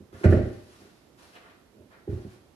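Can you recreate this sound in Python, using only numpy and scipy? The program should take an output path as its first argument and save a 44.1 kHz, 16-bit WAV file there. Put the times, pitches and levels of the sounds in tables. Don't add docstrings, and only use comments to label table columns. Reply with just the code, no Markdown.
import sys
import numpy as np
from scipy import signal
from scipy.fft import rfft, irfft, next_fast_len
from scipy.io import wavfile
from scipy.ndimage import uniform_filter1d

SR = 44100
rng = np.random.default_rng(int(sys.argv[2]) if len(sys.argv) > 2 else 0)


def unload_wav(signal):
    wavfile.write(
        sys.argv[1],
        SR,
        np.round(np.clip(np.atleast_2d(signal).T, -1, 1) * 32767).astype(np.int16),
    )


N = 112454
TIME = np.arange(N) / SR
FFT_SIZE = next_fast_len(N + 8192)

# t/s, level/dB, cut-off f/Hz (lower is softer), place (0 rim, 1 middle), relative slap level/dB
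CONTACTS = [(.002, -28, 279, 0, -101.5), (0.125, -35.5, 400, 0.5, -70), (0.144, -39, 456, 0.11, -50),
            (0.209, -31.5, 453, 0.93, -61), (0.235, -30, 700, 1, -29), (0.2403, -9.5, 630, 0.11, -26),
            (0.266, -13.5, 289, 0.33, -41), (0.290, -11.5, 452, 0.42, -68), (0.3217, -9, 668, 0.33, -33),
            (0.35, -25, 390, 0.094, -39), (.369, -13.5, 534, 0.17, -37.5), (.386, -22, 750, 0.21, -60),
            (.42, -31.5, 496, 0.019, -46), (.453, -23.5, 690, 0.32, -55), (0.813, -41.5, 463, 0.23, -54),
            (0.849, -39.5, 415, 0.67, -56), (2.074, -24, 560, 0.86, -55.5), (2.096, -25.5, 477, 1, -51),
            (2.122, -25, 430, 0.67, -59), (2.173, -31.5, 660, 0.87, -55), (2.2445, -20.5, 261, 0, -74)]
# f/Hz, level/dB hit at the rim, level/dB hit in the middle, ring t/s
TOP_TONES = [(172, -8, -14, .08), (203, -4, -15, .14), (249, -7, -14, .2), (290, -8, -15, .1),
             (328, -6, -12, .1), (353, -4, -5, .22), (376, -2, 0, .13), (401, -8, -3, .1),
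             (440, -7, -11, .18), (476, -10, -19, .11), (790, -25, -14, .2), (552, -8, -31, .18),
             (600, -6, -26, .2), (640, -9, -30, .2)]
TOP_RISE_S = 0.0046

def table_knocks():
    rim = ring([(hz, db, ring_s) for hz, db, _, ring_s in TOP_TONES], TOP_RISE_S)
    middle = ring([(hz, db, ring_s) for hz, _, db, ring_s in TOP_TONES], TOP_RISE_S)
    out = 0
    for start, db, cutoff_hz, place, _ in CONTACTS:
        damping_s = 0.058 * (cutoff_hz / 534) ** 2
        top = (rim + place * (middle - rim)) * np.exp(-TIME / damping_s)
        out += undb(db) * delay(lowpass(top, cutoff_hz, order=3), start)
    return out

# t/s, level/dB
PRESSES = [(.002, -44.5), (0.14, -40.5), (0.2534, -5.5), (0.2975, -9.5), (0.3345, -12), (0.3654, -16.5),
           (0.434, -24), (.815, -52.5), (1.8, -49), (2.0874, -24.5), (2.128, -23), (2.248, -38.5)]
# f/Hz, relative level/dB, ring t/s
STAND_TONES = [(59.7, -18, 0.25), (90.4, -4.5, 0.15), (117, -15, 0.29), (147.5, -10, 0.086)]

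def table_thumps():
    bounce = ring(STAND_TONES, rise_s=0.0035)
    return sum(undb(db) * delay(bounce, start) for start, db in PRESSES)

# f/Hz, relative level/dB
SLAP_COLOUR = [(300, -46.5), (700, -2), (1050, -13.5), (1600, -2.5), (2500, -14.5), (3600, -26),
               (6000, -28.5), (9000, -36), (13000, -42)]

def page_slaps(decay_s=0.0082):
    fade = np.exp(-TIME / decay_s)
    power = sum(delay(undb(db) * fade, start) ** 2 for start, _, _, _, db in CONTACTS)
    return np.sqrt(power) * unit(colour(rng.standard_normal(N), SLAP_COLOUR)) / 2

# f/Hz, relative level/dB, ring t/s
COVER_TONES = [(1320, -5, 0.028), (1429, -3, 0.032), (1594, -2.5, 0.016), (1748, 2, 0.025),
               (1855, -2, 0.026)]

def cover_clack():
    return undb(-27) * delay(ring(COVER_TONES, rise_s=0.0033), seconds=0.3235)

# start t/s, rise t/s, hold t/s, fade t/s, relative rub and hiss level/dB, sheet f/Hz
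PAGE_MOVES = [(0.119, 0.011, 0.027, 0.022, -54.5, -59.5, 1390),
              (0.155, 0.056, 0.0084, 0.015, -54, -57, 2260),
              (0.282, 0.0086, 0.019, 0.034, -43, -51.5, 2210), (0.38, 0.062, 0.1, 0.3, -63.5, -62.5, 3400),
              (0.647, 0.11, 0.043, 0.089, -79, -66, 2900), (1.163, 0.018, 0.07, 0.12, -63, -61.5, 3000),
              (1.275, 0.045, 0.0091, 0.0092, -82, -66, 3850), (1.325, 0.009, 0.031, 0.016, -52, -78, 2790),
              (1.402, 0.013, 0.093, 0.018, -58.5, -99, 1660), (1.897, 0.011, 0.031, 0.035, -56, -89, 1850),
              (2.079, 0.021, 0.067, 0.11, -59.5, -62.5, 880), (2.192, 0.092, 0.071, 0.017, -67, -69, 3000)]
# f/Hz, relative level/dB
RUB_COLOUR = [(200, -6.5), (500, 15), (900, 10), (1500, 9.5), (2800, -2), (4500, -5), (7000, -19),
              (13000, -16)]
HISS_COLOUR = [(1500, 1.5), (3500, 2), (5500, 1), (7500, -5), (10000, -3.5), (13000, -9.5)]

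def page_slides(sheet_boost_db=7.5):
    rub, hiss = paper_friction(RUB_COLOUR), paper_friction(HISS_COLOUR)
    out = 0
    for start, rise, hold, fade, rub_db, hiss_db, hz in PAGE_MOVES:
        swell = np.clip((TIME - start) / rise, 0, 1)
        tail = np.exp(-np.maximum(TIME - start - rise - hold, 0) / fade)
        sheet = unit(filter_by(rub, lambda f: undb(sheet_boost_db * hump(f, hz, octaves=1))))
        out += swell * tail * (undb(rub_db) * sheet + undb(hiss_db) * hiss)
    return out / 2

def paper_friction(tone_colour, crinkles_per_s=250):
    sizes = rng.choice([-1, 1], N) * undb(2 * np.minimum(rng.exponential(size=N), 3))
    crinkles = (rng.random(N) < crinkles_per_s / SR) * sizes
    rub = colour(rng.standard_normal(N) + unit(crinkles), tone_colour)
    grip_db = 1.7 * wander(hz=44.43)
    return unit(rub) * undb(grip_db)

# t/s, level/dB, f/Hz
EDGE_FLICKS = [(.734, -58, 1230), (1.186, -53.5, 1230), (1.352, -47, 2550), (1.432, -53.5, 1400),
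               (1.497, -55, 2200)]

def page_flicks(rise_s=0.0026, decay_s=0.0064):
    snap = (1 - np.exp(-TIME / rise_s)) * np.exp(-TIME / decay_s)
    out = 0
    for start, db, hz in EDGE_FLICKS:
        edge = unit(filter_by(rng.standard_normal(N), lambda f: hump(f, hz, octaves=0.45)))
        out += undb(db) * delay(snap * edge, start)
    return out

# start t/s, length t/s, level/dB
BOOK_PUSHES = [(0.125, 0.083, -51), (0.653, 0.16, -55), (1.713, 0.16, -58.5)]

def book_drags(slips_per_s=73):
    rim = ring([(hz, db, ring_s) for hz, db, _, ring_s in TOP_TONES], TOP_RISE_S)
    top = lowpass(rim, hz=368, order=2)
    slips = (rng.random(N) < slips_per_s / SR) * rng.standard_normal(N)
    push = sum(undb(db) * np.sin(np.pi * np.clip((TIME - start) / length, 0, 1))
               for start, length, db in BOOK_PUSHES)
    usual_size = np.sqrt(slips_per_s / SR * np.sum(top ** 2))
    return signal.fftconvolve(slips * push, top)[:N] / usual_size

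# f/Hz, ring t/s
HALL_RING = [(80, 0.65), (250, 0.61), (500, 0.6), (1500, 0.59), (4000, 0.75), (12000, 0.44)]

def hall_echo(gap_s=0.0036, build_s=0.0011, early_s=0.01):
    noise = all_round_noise()
    band_hz, ring_times = np.array(HALL_RING).T
    build = 1 - np.exp(-np.maximum(TIME - gap_s, 0) / build_s)
    near_walls = 1 + undb(11) * np.exp(-TIME / early_s)
    out = 0
    for share, ring_s in zip(np.eye(len(band_hz)), ring_times):
        band = filter_by(noise, lambda f: np.interp(np.log(f), np.log(band_hz), share))
        fade = build * near_walls * die_away(ring_s)
        out += band * fade / np.linalg.norm(fade)
    return even_out(out, width_hz=70)

# f/Hz, relative level/dB
AIR_COLOUR = [(30, -11), (60, -9.5), (110, -10.5), (180, -11), (350, -9), (600, -16.5), (1000, -23),
              (2000, -28.5), (5000, -33), (8000, -37.5), (13000, -36.5)]

def room_air():
    return undb(-59.5) * unit(colour(all_round_noise(), AIR_COLOUR)) * pan(right_db=6.5)

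def all_round_noise(alike_below_hz=510):
    mid, side = rng.standard_normal((2, N))
    likeness = lambda f: 1 / (1 + (f / alike_below_hz) ** 2)
    shared = filter_by(mid, lambda f: np.sqrt((1 + likeness(f)) / 2))
    opposed = filter_by(side, lambda f: np.sqrt((1 - likeness(f)) / 2))
    return np.array([shared + opposed, shared - opposed])

def ring(tones, rise_s):
    sound = sum(undb(db) * np.sin(2 * np.pi * hz * TIME) * die_away(ring_s) for hz, db, ring_s in tones)
    sound *= 1 - np.exp(-(TIME / rise_s) ** 2)
    return sound / np.abs(sound).max()

def die_away(ring_s):
    return np.exp(-np.log(1000) * TIME / ring_s)

def wander(hz):
    step = int(SR / hz)
    steps = np.repeat(rng.standard_normal(N // step + 1), step)
    return unit(uniform_filter1d(steps, step)[:N])

def even_out(x, width_hz):
    spectrum = rfft(x, FFT_SIZE)
    power = uniform_filter1d(np.abs(spectrum) ** 2, int(width_hz * FFT_SIZE / SR))
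    return irfft(spectrum / np.sqrt(power), FFT_SIZE)[..., :N]

def filter_by(x, gain):
    f = np.fft.rfftfreq(FFT_SIZE, 1 / SR) + 1e-3
    return irfft(rfft(x, FFT_SIZE) * gain(f), FFT_SIZE)[..., :N]

def colour(x, points):
    hz, db = np.array(points).T
    return filter_by(x, lambda f: undb(np.interp(np.log(f), np.log(hz), db)))

def hump(f, hz, octaves):
    return 1 / (1 + (np.log2(f / hz) / octaves) ** 2)

def lowpass(x, hz, order):
    return signal.sosfilt(signal.butter(order, hz, fs=SR, output="sos"), x)

def delay(x, seconds):
    return np.concatenate([np.zeros(int(seconds * SR)), x])[:N]

def undb(db):
    return 10 ** (np.asarray(db) / 20)

def unit(x):
    return x / np.sqrt(np.mean(x ** 2))

def pan(right_db):
    return undb(np.array([[-right_db], [right_db]]) / 2)

def scene():
    echo = hall_echo()

    def in_hall(x, right_db, echo_db, right_lag_s=0):
        direct = np.array([x, delay(x, right_lag_s)]) * pan(right_db)
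        return direct + undb(echo_db) * signal.fftconvolve(x[None], echo, axes=1)[:, :N]

    top = in_hall(table_knocks() + book_drags(), right_db=3.5, echo_db=-5, right_lag_s=0.00016)
    stand = in_hall(table_thumps(), right_db=3.5, echo_db=-12)
    pages = page_slaps() + page_slides() + page_flicks()
    paper = in_hall(pages, right_db=2.5, echo_db=6, right_lag_s=0.0003)
    cover = in_hall(cover_clack(), right_db=2.5, echo_db=-7)
    return top + stand + paper + cover + room_air()

def record(dry, low_cut_hz=53, high_cut_hz=13050):
    thinned = signal.sosfilt(signal.butter(4, low_cut_hz, "high", fs=SR, output="sos"), dry)
    return signal.sosfilt(signal.ellip(10, .2, 70, high_cut_hz, fs=SR, output="sos"), thinned)

dry = scene()
out = record(dry)
unload_wav(out)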